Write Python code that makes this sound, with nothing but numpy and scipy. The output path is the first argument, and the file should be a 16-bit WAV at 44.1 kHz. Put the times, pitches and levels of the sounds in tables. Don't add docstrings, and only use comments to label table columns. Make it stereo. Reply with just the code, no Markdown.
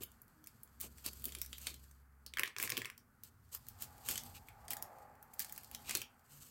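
import sys
import numpy as np
from scipy import signal
from scipy.fft import rfft, irfft, next_fast_len
from scipy.io import wavfile
from scipy.ndimage import map_coordinates

SR = 44100
rng = np.random.default_rng(int(sys.argv[2]) if len(sys.argv) > 2 else 0)


def wav_record(signal):
    frames = np.transpose(np.atleast_2d(signal))
    bounded = np.clip(frames, -1, 1)
    quanta = np.round(bounded * 32767).astype(np.int16)
    wavfile.write(sys.argv[1], SR, quanta)


N = 286650


# start_s, barrel_db, click_db, tick_db, pitch_hz
POUCH_HITS = [(0.0341, -46, -51, -34.5, 3100), (0.2176, -82, -75, -48, 1300), (0.441, -69, -57, -52, 1800),
              (0.4715, -56.5, -50.5, -42.5, 2370), (0.6331, -71.5, -72, -42.5, 1510),
              (0.801, -62, -53, -43, 1900), (0.8063, -56, -44.5, -42, 2600),
              (0.8122, -55, -45, -32.5, 2900), (1.0621, -35, -36, -32, 4940), (1.1968, -78, -70, -52, 1800),
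              (1.242, -47, -47, -32.5, 3480), (1.2542, -47, -42, -30, 2900), (1.2911, -50, -53, -49, 3200),
              (1.3218, -46.5, -46, -48, 3280), (1.35, -43, -41.5, -42.5, 2620),
              (1.4159, -47, -35.5, -29.5, 2600), (1.5298, -39, -43.5, -47, 3150),
              (1.5822, -54, -52, -42, 2700), (1.6695, -32, -33.5, -38, 3720),
              (1.7419, -58, -46.5, -50, 3480), (2.2633, -45.5, -45.5, -45.5, 4400),
              (3.2354, -70, -51.5, -42, 2560), (3.5491, -48.5, -44, -34, 1290),
              (3.6853, -61, -49, -39, 2730), (3.822, -49, -42, -33, 2770),
              (4.0871, -35.5, -34.5, -28, 2540), (4.1113, -43, -38, -31, 2670),
              (4.1566, -39.5, -38, -43, 3050), (4.1776, -45.5, -32.5, -36, 2420),
              (4.4854, -48, -58, -51, 2700), (4.6814, -53, -44, -49, 1800),
              (4.7061, -45.5, -39, -29.5, 2500), (4.7329, -42, -39.5, -32.5, 1935),
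              (4.768, -48.5, -43.5, -38, 1580), (4.8245, -51.5, -43.5, -32.5, 1387),
              (5.2267, -57, -64.5, -47.5, 1500), (5.3387, -68, -59, -46, 1480),
              (5.394, -46.5, -37, -28.5, 2380), (5.4021, -43.5, -39, -31, 2240),
              (5.4461, -50, -43.5, -42, 2740), (5.5242, -53, -50, -37.5, 1800),
              (5.578, -49.5, -47, -39, 2180), (5.645, -80.5, -52, -49, 1510), (5.7137, -54, -53, -45, 2280),
              (5.7481, -46, -39, -41.5, 2520), (5.8947, -37.5, -36.5, -43, 3070),
              (5.9094, -36, -32.5, -43, 2700), (5.9513, -30, -29, -28, 3330),
              (5.9713, -62, -37.5, -33, 3100), (6.0168, -38.5, -40, -39, 2600)]
# frequency_hz, level_db
POUCH_KNOCK_SPECTRUM = [(40, -17), (110, -16), (220, 7.5), (370, -0.5), (520, -2.5), (800, -11.5),
                        (1200, -0.5), (1700, 2), (2500, -14)]

def pouch_contacts():
    hits = np.vstack([POUCH_HITS, light_touches()])
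    return amp(0.5) * clatter(
        hits, pan_db=7.5, lag_s=.00012, barrel_t60=.009, click_t60=.0055, after_db=-59,
        near_db=-7, far_db=-7, knock_spectrum=POUCH_KNOCK_SPECTRUM, knock_db=-5.5, knock_t60=0.064)


# start_s, barrel_db, click_db, tick_db, pitch_hz
MAT_HITS = [(2.3372, -44.5, -48.5, -51.5, 2660), (2.3714, -33, -46, -41, 2180),
            (2.385, -35.5, -44, -43, 2120), (2.395, -29, -37, -29.5, 2180),
            (2.4339, -27, -41.5, -33.5, 2420), (2.4581, -45.5, -51, -48, 2370),
            (2.4766, -48, -44.5, -50, 1200), (2.5645, -39, -45.5, -54, 2270),
            (2.5844, -43, -39.5, -39.5, 1620), (2.5998, -36, -42.5, -36, 2150),
            (2.6267, -40, -39, -26.5, 2190), (2.6365, -37.5, -51, -34, 1960),
            (2.6754, -39.5, -44, -45, 2070), (2.6943, -42.5, -41.5, -43, 2300),
            (2.7016, -38.5, -38.5, -30, 2270), (2.7203, -35, -37, -41, 2270),
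            (2.7696, -34.5, -39, -36, 2930), (2.7766, -36.5, -37.5, -31, 2370),
            (2.8181, -37, -46, -48, 2000), (2.847, -42.5, -53, -50, 2900), (2.8554, -38, -44, -44, 2040),
            (2.8999, -45, -51.5, -50, 2110), (2.9782, -66, -54, -51, 2600)]
# frequency_hz, level_db
MAT_KNOCK_SPECTRUM = [(40, -26), (110, 3.5), (200, -14.5), (300, -5), (385, 0.5), (470, -2.5), (560, -4.5),
                      (680, -17), (800, -33), (1080, 5.5), (1300, -9.5), (2500, -19)]

def mat_contacts():
    return amp(-0.5) * clatter(
        MAT_HITS, pan_db=2, lag_s=.00001, barrel_t60=0.0072, click_t60=.007, after_db=-35,
        near_db=-9, far_db=-5.5, knock_spectrum=MAT_KNOCK_SPECTRUM, knock_db=-1, knock_t60=0.16)


def clatter(hits, pan_db, lag_s, barrel_t60, click_t60, after_db, near_db, far_db,
            knock_spectrum, knock_db, knock_t60):
    pens, knocks = np.zeros((2, 2, N))
    t = np.arange(SR // 5) / SR
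    for start_s, barrel_db, click_db, tick_db, pitch_hz in hits:
        pair = contact(barrel_db, click_db, tick_db, pitch_hz, barrel_t60, click_t60, after_db)
        add(pens[:1], start_s, pair[:1])
        add(pens[1:], start_s + lag_s, pair[1:] * amp(-pan_db))
        add(pens, start_s, room(pair[0], near_db, far_db) * amp([[0], [-pan_db / 3]]))
        force = amp(knock_db + (barrel_db + click_db) / 2)
        shake = rng.standard_normal(len(t)) + 0.53 * rng.standard_normal((2, len(t)))
        add(knocks, start_s, force * amp(-60 * t / knock_t60) * shake)
    return pens + coloured(knocks, knock_spectrum)


# frequency_hz, level_db
BARREL_MODES = [(1090, 9.5), (1330, -2), (1610, 2.5), (1702, 4), (1779, -0.5), (1906, 0.5), (2034, -9.5),
                (2116, -3), (2194, 1), (2317, -0.5), (2424, -2), (2548, -1.5), (2833, -8.5), (3138, 5),
                (3420, 0), (3725, -2), (4150, -4), (4520, 6.5), (4950, -6)]

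def contact(barrel_db, click_db, tick_db, pitch_hz, barrel_t60, click_t60, after_db, width_octaves=0.3):
    hz, db = np.transpose(BARREL_MODES)
    favoured_db = -3 * (np.log2(hz / pitch_hz) / width_octaves) ** 2
    detuned_hz = hz * (1 + 0.0083 * rng.standard_normal(len(hz)))
    barrel = ring(detuned_hz, db + favoured_db, barrel_t60, after_db)
    thin = signal.butter(2, 1150, "highpass", fs=SR, output="sos")
    sound = amp(barrel_db) * signal.sosfilt(thin, barrel)
    click = amp(click_db) * snap(band_hz=(3900, 9800), t60=click_t60, correlation=0.72)
    tick = amp(tick_db) * snap(band_hz=(10500, 17000), t60=click_t60, correlation=0.34)
    add(sound, 0, click + tick)
    return sound


def ring(hz, db, t60, after_db, after_t60=0.12):
    t = np.arange(SR // 8) / SR
    gain = amp(db + 2 * rng.standard_normal(len(hz)))
    left = gain * np.exp(2j * np.pi * rng.random(len(hz)))
    right = left * np.exp(0.23j * rng.standard_normal(len(hz)))
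    waves = np.array([left, right]) @ np.exp(2j * np.pi * hz[:, None] * t)
    decay = amp(-60 * t / t60) + amp(after_db - 60 * t / after_t60)
    attack = 1 - np.exp(-t / .0001)
    return unit_blow(waves.imag * decay * attack)


def snap(band_hz, t60, correlation):
    t = np.arange(SR // 16) / SR
    envelope = amp(-60 * t / t60) * (1 - np.exp(-t / 0.0012))
    left, other = rng.standard_normal((2, len(t))) * envelope
    right = correlation * left + np.sqrt(1 - correlation ** 2) * other
    band = signal.butter(2, band_hz, "bandpass", fs=SR, output="sos")
    return unit_blow(signal.sosfilt(band, [left, right]))


# time_s, level_db
HAND_EFFORT = [(0.0, -72.5), (0.25, -80.5), (0.45, -75.5), (0.78, -78.5), (1.0, -64.5), (1.45, -62),
               (1.95, -74.5), (2.1, -88), (3.3, -85), (3.7, -69), (4.05, -68), (4.27, -61), (4.56, -79),
               (4.84, -70.5), (5.2, -82), (5.47, -63), (5.85, -70), (6.12, -80)]
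# frequency_hz, level_db
FILM_SPECTRUM = [(300, -22), (1200, -7.5), (2000, -12.5), (2800, -4.5), (3800, -6), (4500, 0), (5500, -5.5),
                 (8000, 1.5), (10000, -5.5), (13000, 5.5), (16000, -7.5)]

def rustle():
    grip = amp(1.5 * wobble(16) + 1.2 * wobble(70))
    slide = amp(1) * noise(FILM_SPECTRUM, side_db=1, pan_db=8)
    crinkles = slips(FILM_SPECTRUM, per_second=260, size_db=5)
    return amp(curve(HAND_EFFORT) + 1) * grip * (slide + crinkles)


def light_touches(count=40, crowding=0.68, scatter_db=3, pitch_hz=2600):
    effort_db = curve(HAND_EFFORT)
    stirred = np.cumsum(amp(crowding * effort_db))
    starts = np.searchsorted(stirred / stirred[-1], (np.arange(count) + rng.random(count)) / count)
    chance = rng.standard_normal((count, 4))
    levels_db = effort_db[starts, None] + [4, 11, 15] + scatter_db * chance[:, :3]
    return np.column_stack([starts / SR, levels_db, pitch_hz * 2 ** (.3 * chance[:, 3])])


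# start_s, length_s, hiss_db, barrel_db
PEN_DRAGS = [(.002, 0.043, -47, -54.5), (0.799, 0.088, -47, -58.5), (1.039, 0.057, -43, -48),
             (1.236, 0.058, -54, -64), (1.582, 0.17, -47.5, -57.5), (2.443, 0.045, -52, -47),
             (2.574, 0.12, -42.5, -50), (2.684, 0.16, -57, -52.5), (3.224, 0.077, -56, -82),
             (3.511, 0.069, -47.5, -84), (3.79, 0.077, -44, -65), (4.034, 0.19, -42.5, -55),
             (4.083, 0.05, -39.5, -53), (4.339, 0.055, -51.5, -55), (4.699, 0.034, -43.5, -51.5),
             (5.383, 0.059, -43.5, -61), (5.72, 0.046, -55, -57), (5.837, 0.2, -43.5, -46),
             (6.238, .36, -56, -75)]
# frequency_hz, level_db
SKID_SPECTRUM = [(400, -15.5), (1200, -7), (2000, -11.5), (2500, 8), (2850, 3.5), (3200, -3.5), (3800, 1),
                 (4400, -2), (5300, -3.5), (7000, -22), (16000, -35)]

def scrapes(catch_db=2.5, catches_per_second=55):
    film_swells = sum(amp(db) * swell(s, length) for s, length, db, _ in PEN_DRAGS)
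    barrel_swells = sum(amp(db) * swell(s, length) for s, length, _, db in PEN_DRAGS)
    catching = amp(catch_db * wobble(catches_per_second))
    hiss = film_swells * slips(FILM_SPECTRUM, per_second=1400, size_db=4.5)
    rasp = barrel_swells * slips(SKID_SPECTRUM, per_second=600, size_db=3.5)
    return catching * (hiss + rasp)


def slips(spectrum, per_second, size_db):
    slipping = rng.random(N) < per_second / SR
    sizes = amp(size_db * np.minimum(rng.exponential(size=N), 3))
    grains = slipping * sizes * rng.choice([-1, 1], N)
    direct = np.array([grains, np.roll(grains, 5) * amp(-4)])
    echoes = room(grains, near_db=-4, far_db=-0.95)[:, :N]
    return unit(coloured(direct + echoes, spectrum))


# start_s, level_db
BUMPS = [(.008, -52.5), (.842, -54.5), (1.063, -53.5), (1.262, -53.5), (1.362, -57.5), (1.715, -65.5),
         (2.395, -53), (2.601, -55), (2.634, -51.5), (2.724, -48), (2.777, -46.5), (4.099, -53),
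         (5.951, -48)]
# frequency_hz, level_db
BOOM_SPECTRUM = [(40, -34), (110, 6), (170, -3.5), (240, 0.5), (300, 0), (380, 4), (460, 0.5), (560, -9),
                 (660, -8), (800, -17), (1500, -47)]

def thuds(t60=0.2):
    bumps = np.zeros((2, N))
    t = np.arange(SR // 4) / SR
    for start_s, db in BUMPS:
        shake = rng.standard_normal(len(t)) + 0.29 * rng.standard_normal((2, len(t)))
        add(bumps, start_s, amp(db - 60 * t / t60) * shake)
    band_gain = rms(amp(along(BOOM_SPECTRUM, np.linspace(0, SR / 2, SR))))
    return coloured(bumps, BOOM_SPECTRUM) / band_gain


# start_s, length_s, pitch_hz, level_db
LOW_HUMS = [(0.338, 0.16, 310, -70), (4.19, 0.11, 240, -61), (6.292, 0.16, 141.7, -63)]
# frequency_hz, level_db
DESK_SPECTRUM = [(20, -16.5), (45, -1), (90, 1.5), (140, 0), (185, -6.5), (240, -0.5), (320, -15.5),
                 (420, -13.5), (600, -21.5), (1500, -46.5)]

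def desk_rumble(rest_db=-71, easy_search_db=-70):
    t = np.arange(N) / SR
    hums = sum(amp(db) * swell(s, length) * unit(np.sin(2 * np.pi * hz * t + 0.43 * wobble(40)))
               for s, length, hz, db in LOW_HUMS)
    push = amp(easy_search_db + 0.49 * (curve(HAND_EFFORT) - easy_search_db))
    drags = sum(amp(db - 22) * swell(s, length) for s, length, db, _ in PEN_DRAGS)
    shaking = np.sqrt(amp(rest_db) ** 2 + push ** 2 + drags ** 2)
    sway = amp(2 * wobble(8.7))
    return shaking * sway * noise(DESK_SPECTRUM, side_db=-11, pan_db=2) + hums


# frequency_hz, t60_s
WALL_DECAY = [(200, 0.097), (2000, 0.25), (6000, 0.16), (15000, 0.12)]
# frequency_hz, level_db
WALL_SPECTRUM = [(200, 20), (2000, -1.5), (5000, -0.5), (9000, -1.5), (15000, -0.5)]

def room(sound, near_db, far_db, near_t60=0.018, wall_gap_s=.0085):
    hz, t, bins = signal.stft(rng.standard_normal((2, SR // 3)), SR, nperseg=256)
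    fade = amp(along(WALL_SPECTRUM, hz)[:, None] - 60 * t / along(WALL_DECAY, hz)[:, None])
    tail = signal.istft(bins * fade, SR, nperseg=256)[1]
    t = np.arange(tail.shape[1]) / SR
    tail *= 1 - np.exp(-(t / wall_gap_s) ** 4)
    near = rng.standard_normal(tail.shape) * amp(-60 * t / near_t60)
    near *= 1 - np.exp(-(t / 0.0029) ** 2)
    answer = amp(far_db) * tail / np.linalg.norm(tail[0]) + amp(near_db) * near / np.linalg.norm(near[0])
    return signal.fftconvolve(sound[None], answer, axes=1)


# time_s, level_db
TYRE_LEVELS = [(3.5, -73), (3.7, -68), (4.2, -59), (4.45, -68.5), (4.85, -55.5), (5.2, -64), (5.84, -63),
               (6.5, -74)]
# frequency_hz, level_db
MOTOR_SPECTRUM = [(25, -29), (45, -12.5), (70, -5), (93, -3), (115, -7.5), (170, -22), (400, -44)]
NEAR_TYRE_SPECTRUM = [(200, -20), (420, -2), (560, -2.5), (690, 2.5), (830, 11), (920, 2.5), (1020, -0.5),
                      (1230, 2.5), (1450, -6.5), (1800, -5.5), (2600, -19), (5000, -54)]
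FAR_TYRE_SPECTRUM = [(200, -13.5), (400, -18.5), (650, -7.5), (830, -3), (1000, -3.5), (1200, -1),
                     (1450, 0.5), (1750, -5), (2300, -12.5), (3500, -30.5), (8000, -51)]
TREAD_SPECTRUM = [(600, -26.5), (770, -15.5), (825, 8), (880, -6.5), (1100, -55)]

def passing_car(start_s=2.87, attack_s=1.0, leave_s=4.63, release_s=0.21):
    t = np.arange(N) / SR
    coming = np.clip((t - start_s) / attack_s, 0, 1)
    leaving = np.exp(-np.maximum(t - leave_s, 0) / release_s)
    motor = amp(-61) * coming * leaving * noise(MOTOR_SPECTRUM, side_db=-5, pan_db=4.5)
    tyre_db = curve(TYRE_LEVELS)
    nearness = np.clip((tyre_db - tyre_db.max()) / 11 + 1.5, 0, 1)
    near = noise(NEAR_TYRE_SPECTRUM, side_db=-4.5, pan_db=0.65)
    far = noise(FAR_TYRE_SPECTRUM, side_db=2.4, pan_db=5.9)
    tread = amp(-9) * noise(TREAD_SPECTRUM, side_db=-18.5, pan_db=0.5)
    tyres = np.sqrt(nearness) * (near + tread) + np.sqrt(1 - nearness) * far
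    return motor + amp(tyre_db + wobble(7.4)) * tyres


# time_s, pitch_hz, level_db
ROAR_GLIDE = [(3.4, 827, -100), (4.2, 826, -69), (4.549, 786.4, -70.5), (4.749, 737, -61),
              (4.921, 651, -63.5), (5.08, 571, -69), (5.4, 520, -95.5)]

def tyre_roar(width_hz=260):
    glide = np.array(ROAR_GLIDE)
    phase = 2 * np.pi * np.cumsum(curve(glide[:, [0, 1]])) / SR
    roar = unit(wobble(width_hz) * np.cos(phase) + wobble(width_hz) * np.sin(phase))
    return roar * amp(curve(glide[:, [0, 2]])) * amp([[1], [-1]])


# time_s, level_db
IDLE_LEVELS = [(0.0, -61.5), (0.3, -86), (0.62, -73), (0.8, -61), (1.42, -54), (2.39, -65), (2.5, -81)]

def idling_engine(pitch_hz=67.2, stop_s=2.55, fade_s=0.16):
    phase = 2 * np.pi * np.cumsum(pitch_hz + 0.61 * wobble(4.87)) / SR
    running = np.clip((stop_s - np.arange(N) / SR) / fade_s, 0, 1)
    hum = unit(np.sin(phase) + amp(-14) * np.sin(2 * phase))
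    return hum * running * amp(curve(IDLE_LEVELS) + wobble(11)) * amp([[0.5], [-5.5]])


# time_s, level_db
TRAFFIC_LEVELS = [(0.0, -70.5), (1.5, -76), (2.2, -85), (6.5, -78)]

def distant_traffic():
    return amp(curve(TRAFFIC_LEVELS)) * noise(FAR_TYRE_SPECTRUM, side_db=4.8, pan_db=2.7)


# frequency_hz, level_db
FLOOR_SPECTRUM = [(100, 11), (2000, -20), (4000, -7), (8000, 2), (13000, 9), (16000, 4.5)]

def noise_floor():
    return amp(-77) * noise(FLOOR_SPECTRUM, side_db=0, pan_db=0.88)


def amp(db):
    return 10 ** (np.asarray(db) / 20)


def rms(x):
    return np.sqrt(np.mean(x ** 2) + 1e-20)


def unit(x):
    return x / rms(x)


def unit_blow(pair, blow_s=.004):
    return pair / rms(pair[0, :round(blow_s * SR)])


def along(points, hz):
    point_hz, values = np.transpose(points)
    return np.interp(np.log(hz + 1), np.log(point_hz + 1), values)


def curve(rows):
    return np.interp(np.arange(N) / SR, *np.transpose(rows))


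def wobble(rate):
    return map_coordinates(rng.standard_normal(int(N * rate / SR) + 4), [np.arange(N) * rate / SR])


def swell(start_s, length_s):
    return np.sin(np.pi * np.clip((np.arange(N) / SR - start_s) / length_s, 0, 1))


def filtered(x, response):
    size = next_fast_len(N + SR // 4)
    return irfft(rfft(x, size) * response(np.fft.rfftfreq(size, 1 / SR)), size)[..., :N]


def coloured(x, spectrum):
    return filtered(x, lambda hz: amp(along(spectrum, hz)))


def noise(spectrum, side_db, pan_db):
    mid, side = rng.standard_normal((2, N))
    pair = np.array([mid + amp(side_db) * side, mid - amp(side_db) * side])
    return unit(coloured(pair, spectrum) * amp([[pan_db / 2], [-pan_db / 2]]))


def add(track, start_s, sound):
    start = max(0, round(start_s * SR))
    part = track[:, start:start + sound.shape[1]]
    part += sound[:, :part.shape[1]]


def scene():
    desk = pouch_contacts() + mat_contacts() + thuds() + scrapes() + rustle() + desk_rumble()
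    street = idling_engine() + passing_car() + tyre_roar() + distant_traffic()
    return desk + street + noise_floor()


# frequency_hz, gain_db
RIGHT_MIC_RESPONSE = [(2500, -2), (5500, 2.5), (8000, -3), (12000, -10), (16000, -6.5)]

def record(dry, top_hz=16150):
    pair = np.array([dry[0], coloured(dry[1], RIGHT_MIC_RESPONSE)])
    return filtered(pair, lambda hz: 1 / np.sqrt(1 + (hz / top_hz) ** 200))


dry = scene()
out = record(dry)
wav_record(out)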